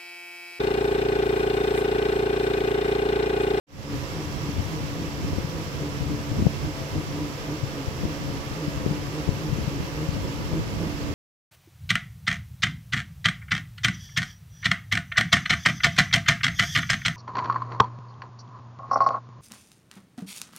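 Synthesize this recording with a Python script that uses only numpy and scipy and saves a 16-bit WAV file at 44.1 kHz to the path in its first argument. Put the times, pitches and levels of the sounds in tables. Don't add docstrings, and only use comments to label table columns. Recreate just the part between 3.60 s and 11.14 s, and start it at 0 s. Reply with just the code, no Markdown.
import sys
import numpy as np
from scipy import signal
from scipy.fft import rfft, irfft
from scipy.io import wavfile

SR = 44100
rng = np.random.default_rng(int(sys.argv[2]) if len(sys.argv) > 2 else 0)


def materialize(psi):
    bounded = np.clip(np.atleast_2d(psi).T, -1, 1)
    quanta = np.round(bounded * 32767).astype(np.int16)
    wavfile.write(sys.argv[1], SR, quanta)


N = 332514
TIME = np.arange(N) / SR
BIN_HZ = np.maximum(np.arange(N // 2 + 1) * SR / N, 1)

# multiple of
# the shaft rate, level in dB, left minus right in dB, phase lead of the left in radians.
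MOTOR_HARMONICS = [(6, -48, 2, 0), (12, -55, -3, -0.5), (15, -49.5, -2, 0.53), (20, -57.5, -5, 1.5),
                   (21, -55.5, -6, -2), (24, -62, -22.5, 2), (27, -59, -8, -1), (30, -59.5, -6, 2.5),
                   (45, -66, -8, 4.5), (54, -71, -19, 0)]
PUMP_HARMONICS = [(4, -42, -3, 0.16), (5, -58.5, -9, .3), (7, -52, -2, 1.2), (8, -55, 0, 1.5),
                  (9, -53.5, -1.5, 1), (11, -71, 4, 0.89), (16, -61, -5, 2.7)]
# frequency in Hz, level in dB, left minus right in dB.
WHINE_TONES = [(530, -55, -3), (3945, -62, -5), (14018, -76, -8), (14411, -73, -8), (14804, -77, -8)]
# frequency in Hz, spectral density in dB.
RUMBLE_SPECTRUM = [(40, -11.5), (80, -4.5), (146, -2.5), (161, 3.5), (195, -20), (265, -6), (310, -3.5),
                   (390, -8), (460, -4.5), (620, -14.5), (820, -19), (995, -11.5), (1055, -26), (1170, -20),
                   (1500, -43)]
RUSH_SPECTRUM = [(40, -7), (150, -14), (400, -15), (750, -6.5), (1150, 3), (1500, -2), (2700, -1.5),
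                 (3800, -6), (5800, -5.5), (6300, -10), (7300, -11.5), (8700, -18.5), (12500, -17),
                 (15500, -23)]
RUB_SPECTRUM = [(130, -33), (190, -4.5), (250, -1.5), (310, 4), (380, 4.5), (460, -3.5), (560, -9),
                (900, -12.5), (1200, -13.5), (2000, -45)]
BUFFET_SPECTRUM = [(12, -32), (25, -17), (45, -4.5), (80, 2), (135, -2), (200, -6.5), (300, -12),
                   (450, -19), (700, -26), (1500, -77)]
# centre in Hz, width in Hz, first level in dB, last level in dB.
FLOW_RESONANCES = [(4220, 30, -67, -67), (4430, 35, -62, -63), (4870, 25, -65, -66), (4965, 60, -64, -64),
                   (5078, 65, -57, -59.5), (5185, 25, -66, -66), (5300, 25, -63.5, -64.5),
                   (5640, 80, -58, -62.5), (5730, 95, -55, -61), (5850, 70, -64, -69),
                   (6610, 60, -64, -65.5), (6820, 45, -68, -69), (7065, 40, -64.5, -66.5),
                   (7250, 130, -61.5, -63.5), (7784, 60, -68, -70), (8230, 200, -68, -69),
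                   (11990, 100, -72, -72)]
# time in seconds, strength in dB, pitch of the growl in Hz.
BELT_DRAGS = [(.04, -2, 150), (.328, -2, 141.2), (.596, -0.5, 155.1), (.89, 0, 142.4), (1.146, -0.5, 157),
              (1.434, -2, 161.6), (1.69, -1.5, 139.4), (1.983, -0.5, 155), (2.263, 0, 145.3),
              (2.525, 1.5, 151), (2.812, -0.5, 145.8), (3.072, -1, 151.8), (3.38, .5, 153.4),
              (3.624, 0, 149), (3.923, 2, 150.3), (4.201, -2, 139.6), (4.478, 0, 156), (4.758, -4, 137.3),
              (5.031, 0.5, 153.3), (5.33, 2, 150), (5.577, 1, 153), (5.864, .5, 154), (6.15, -1.5, 142.3),
              (6.416, 1, 154), (6.706, -1, 142.7), (6.965, 3.5, 158.2), (7.249, 1, 154.3), (7.535, -3, 145)]
# peak level in dB, delay after the drag in turns,
# half-width in turns, dB gained per Hz of pitch.
GROWL_HARMONICS = [(-32.5, -0.025, 0.19, 0.17), (-33, 0.022, 0.15, -0.14), (-44, .03, 0.15, 0)]
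# centre in seconds, half-length in seconds, left and right levels in dB.
AIR_GUSTS = [(0.985, 0.037, -31, -36), (1.275, 0.028, -32, -46), (1.726, 0.12, -33.5, -43),
             (2.474, 0.12, -29.5, -38), (2.79, 0.05, -25, -30), (3.044, 0.035, -29.5, -28),
             (3.357, 0.029, -26.5, -34), (4.44, 0.03, -26, -34), (4.694, .11, -33, -34),
             (5.32, 0.11, -30, -33), (5.696, .018, -24, -43), (5.951, 0.086, -27.5, -35),
             (6.124, 0.08, -35.5, -33), (6.557, 0.05, -32, -41), (6.66, 0.045, -31.5, -30),
             (6.95, 0.082, -31.5, -36), (7.186, 0.16, -44, -34), (7.483, 0.042, -36, -33)]
# centre in seconds, level in dB, pitch in Hz, length in cycles,
# share in the right port from 0 to 1.
AIR_BUMPS = [(0.344, -22, 130, 1.5, 0), (0.893, -17.5, 181, 0.97, 0.03), (0.999, -16, 150, 1, 0),
             (1.238, -18, 190, .6, 0.03), (1.422, -15, 145, 0.51, 0.24), (1.65, -13, 148.1, 1.1, 0.09),
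             (1.733, -13, 270, 0.4, 0), (1.786, -9.5, 190, 0.47, 0), (1.849, -12.5, 135, 0.69, 0.2),
             (2.222, -16, 150, .9, 0.02), (2.411, -15, 124, 0.82, 0), (2.518, -16, 216, 0.62, 0),
             (2.718, -12, 120, 0.42, 0), (2.794, -14.5, 207, 1.2, 0.9), (2.825, -8, 165, 0.46, 0),
             (2.858, -9.5, 210, .8, 0), (2.869, -0.5, 144, 0.82, 0.04), (3.05, -14, 129, 1.103, 0.2),
             (3.384, -15, 186.2, 0.53, 0), (4.039, -10, 115, 0.78, 0.04), (4.283, -12.5, 86.5, 0.62, 0),
             (4.44, -13, 165, 1.9, 0.2), (4.454, -9, 197.9, 0.34, 0), (5.082, -11, 151, 0.75, 0),
             (5.264, -7, 280, 0.55, 0), (5.312, -11, 157, 0.94, 0), (5.68, -13, 194.4, 0.45, 0),
             (5.692, -5.5, 116, 0.36, 0), (5.933, -11.5, 140, 1.1, 0), (5.987, -17, 215, 0.55, 0.1),
             (6.081, -11, 148, 0.83, 0.1), (6.204, -13.5, 135, 0.72, 1), (6.491, -9.5, 124, 0.72, 0),
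             (6.653, -15.5, 140.9, 0.89, 0.98), (6.936, -10, 127.4, 0.56, 0.1), (6.984, -27, 120, 1.1, 0),
             (7.206, -13, 130, 0.79, 0.7), (7.272, -12.5, 193.8, 0.74, .7)]
# time in seconds, band centre in Hz, bandwidth in Hz,
# half-length in seconds, level in dB.
SPRAY_PUFFS = [(6.53, 4600, 1800, .04, -46), (7.203, 9850, 400, .016, -54)]
# frequency in Hz, gain against the right port in dB.
LEFT_PORT_RESPONSE = [(300, -0.5), (800, 0.5), (1200, -2.5), (1900, -0.5), (2400, -3.5), (2900, -3.5),
                      (3600, -3.5), (4500, -7.5), (5200, -15.5), (5800, -22), (6200, -33), (7200, -22),
                      (9500, -14), (12000, -19.5), (13500, -20), (15000, -35)]


def from_db(db):
    return 10 ** (np.asarray(db) / 20)


def unit_rms(x):
    return x / np.sqrt(np.mean(x ** 2) + 1e-20)


def colour(x, spectrum):
    hz, db = np.transpose(spectrum)
    return irfft(rfft(x) * from_db(np.interp(np.log(BIN_HZ), np.log(hz), db)), N)


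def noise(spectrum, channels):
    return unit_rms(colour(rng.standard_normal((channels, N)), spectrum))


def drift(rate_hz):
    return unit_rms(np.interp(TIME * rate_hz, np.arange(1024), rng.standard_normal(1024)))


def panned(db):
    return from_db(np.array([[db / 2], [-db / 2]]))


def swell(turn, at, width):
    return np.exp(-(((turn - at + .5) % 1 - .5) / width) ** 2)


def shaft_hum(shaft_hz, harmonics, wander, waver_db):
    angle = 2 * np.pi * np.cumsum(shaft_hz * (1 + wander * drift(7))) / SR
    hum = np.zeros((2, N))
    for multiple, db, pan_db, lead in harmonics:
        phase = multiple * angle + rng.uniform(0, 2 * np.pi) + np.array([[lead], [0]])
        amplitude = np.sqrt(2) * from_db(db + waver_db * drift(9))
        hum += amplitude * panned(pan_db) * np.sin(phase)
    return hum


def machine_rumble():
    return from_db(-37.5) * noise(RUMBLE_SPECTRUM, channels=1)


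def water_rush(flutter_db, direct_db, ripple_db, left_lead_s=.000272):
    direct = noise(RUSH_SPECTRUM, channels=1)[0]
    early = irfft(rfft(direct) * np.exp(2j * np.pi * BIN_HZ * left_lead_s), N)
    hiss = noise(RUSH_SPECTRUM, channels=2) + from_db(direct_db) * np.array([early, direct])
    ripple = np.interp(BIN_HZ / 25.02, np.arange(1024), rng.standard_normal(1024))
    depth_db = ripple_db * np.minimum(BIN_HZ / 5000, 1)
    hiss = unit_rms(irfft(rfft(hiss) * from_db(depth_db * ripple), N))
    return from_db(-37 + flutter_db * drift(22)) * hiss


def flow_whistles():
    power = 0
    for hz, width, first_db, last_db in FLOW_RESONANCES:
        peak = 1 / (1 + (2 * (BIN_HZ - hz) / width) ** 2) ** 2
        power = power + from_db([[first_db], [last_db]]) ** 2 * peak / peak.mean()
    flow = rfft(rng.standard_normal((2, N)))
    first, last = (irfft(flow * np.sqrt(p), N) for p in power)
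    return from_db(4) * (first + (last - first) * TIME / TIME[-1])


def drive_whine(wander_hz=0.74):
    whine = np.zeros((2, N))
    for hz, db, pan_db in WHINE_TONES:
        phase = 2 * np.pi * np.cumsum(hz + wander_hz * drift(2.01)) / SR
        whine += np.sqrt(2) * from_db(db) * panned(pan_db) * np.sin(phase)
    return whine


def roller_growl(free_hz, catch_share, jitter, uneven_db, pan_db):
    times, drag_db, drag_hz = np.transpose(BELT_DRAGS)
    turn = np.interp(TIME, times, np.arange(len(times)))
    nearest = np.round(turn).astype(int)
    load = from_db(drag_db[nearest] + uneven_db * drift(12))
    rise_hz = drag_hz[nearest] - free_hz
    catch = catch_share * swell(turn, at=-0.18, width=.11)
    pitch = free_hz + rise_hz * (catch + swell(turn, at=0.045, width=.32))
    angle = 2 * np.pi * np.cumsum(pitch * (1 + jitter * drift(27.4))) / SR
    tone = from_db(-36.5) * swell(turn, at=0.52, width=0.22) * np.sin(angle)
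    for multiple, (db, at, width, db_per_hz) in enumerate(GROWL_HARMONICS, 1):
        level = from_db(db + db_per_hz * (rise_hz - rise_hz.mean()))
        tone += level * load * swell(turn, at, width) * np.sin(multiple * angle)
    rub_envelope = from_db(-37.5) * load * swell(turn, at=-0.073, width=0.21)
    return panned(pan_db) * (np.sqrt(2) * tone + rub_envelope * noise(RUB_SPECTRUM, channels=1))


def air_buffeting(lumpy_db, wander_db):
    draught_db = np.array([[-37], [-39]]) + wander_db * np.array([drift(13), drift(9.2)])
    power = from_db(draught_db) ** 2
    for centre, half_length, left_db, right_db in AIR_GUSTS:
        gust = np.exp(-.5 * ((TIME - centre) / half_length) ** 2)
        power += (from_db([[left_db], [right_db]]) * gust) ** 2
    lumps = unit_rms(from_db(lumpy_db * np.array([drift(37), drift(25)])))
    return from_db(3.5) * np.sqrt(power) * lumps * noise(BUFFET_SPECTRUM, channels=2)


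def air_bumps(snap_db, snap_s, snap_growth, snap_lead_cycles):
    bumps = np.zeros((2, N))
    for centre, db, hz, cycles, right_share in AIR_BUMPS:
        near = np.abs(TIME - centre) < .05
        t = TIME[near] - centre
        swing = np.cos(2 * np.pi * hz * t) / np.cosh(2 * hz * t / cycles)
        edge = (t + snap_lead_cycles / hz) / snap_s
        snap = from_db(snap_db + snap_growth * db) * edge * np.exp(-edge ** 2)
        bumps[:, near] -= from_db(db) * (swing + snap) * np.array([[1 - right_share], [right_share]])
    return bumps


def splashes():
    spray = rfft(rng.standard_normal(N))
    puffs = np.zeros(N)
    for centre, hz, width, half_length, db in SPRAY_PUFFS:
        band = unit_rms(irfft(spray * np.exp(-(2 * (BIN_HZ - hz) / width) ** 2), N))
        puffs += from_db(db) * np.exp(-((TIME - centre) / half_length) ** 2) * band
    return puffs


def scene():
    motor = shaft_hum(36.04, MOTOR_HARMONICS, wander=0.003067, waver_db=2.5)
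    pump = shaft_hum(72.4, PUMP_HARMONICS, wander=0.00512, waver_db=3.3)
    rumble = machine_rumble()
    water = water_rush(flutter_db=0.4, direct_db=-7.0, ripple_db=3.0) + flow_whistles() + splashes()
    whine = drive_whine()
    roller = roller_growl(free_hz=136.2, catch_share=.75, jitter=0.0179, uneven_db=0.2, pan_db=-1.5)
    air = air_buffeting(lumpy_db=2.5, wander_db=3.0)
    bumps = air_bumps(snap_db=-1, snap_s=.00056, snap_growth=.55, snap_lead_cycles=.16)
    left, right = rumble + water + whine + roller
    return np.array([colour(left, LEFT_PORT_RESPONSE), right]) + motor + pump + air + bumps


def record(dry):
    fade_start_s, fade_s, cutoff_hz = 0.068, 0.29, 15750
    fade = np.clip((TIME - fade_start_s) / fade_s, 0, 1)
    lowpass = signal.ellip(12, .1, 80, cutoff_hz, fs=SR, output="sos")
    return signal.sosfilt(lowpass, dry * fade * from_db(-1.5))


dry = scene()
out = record(dry)
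materialize(out)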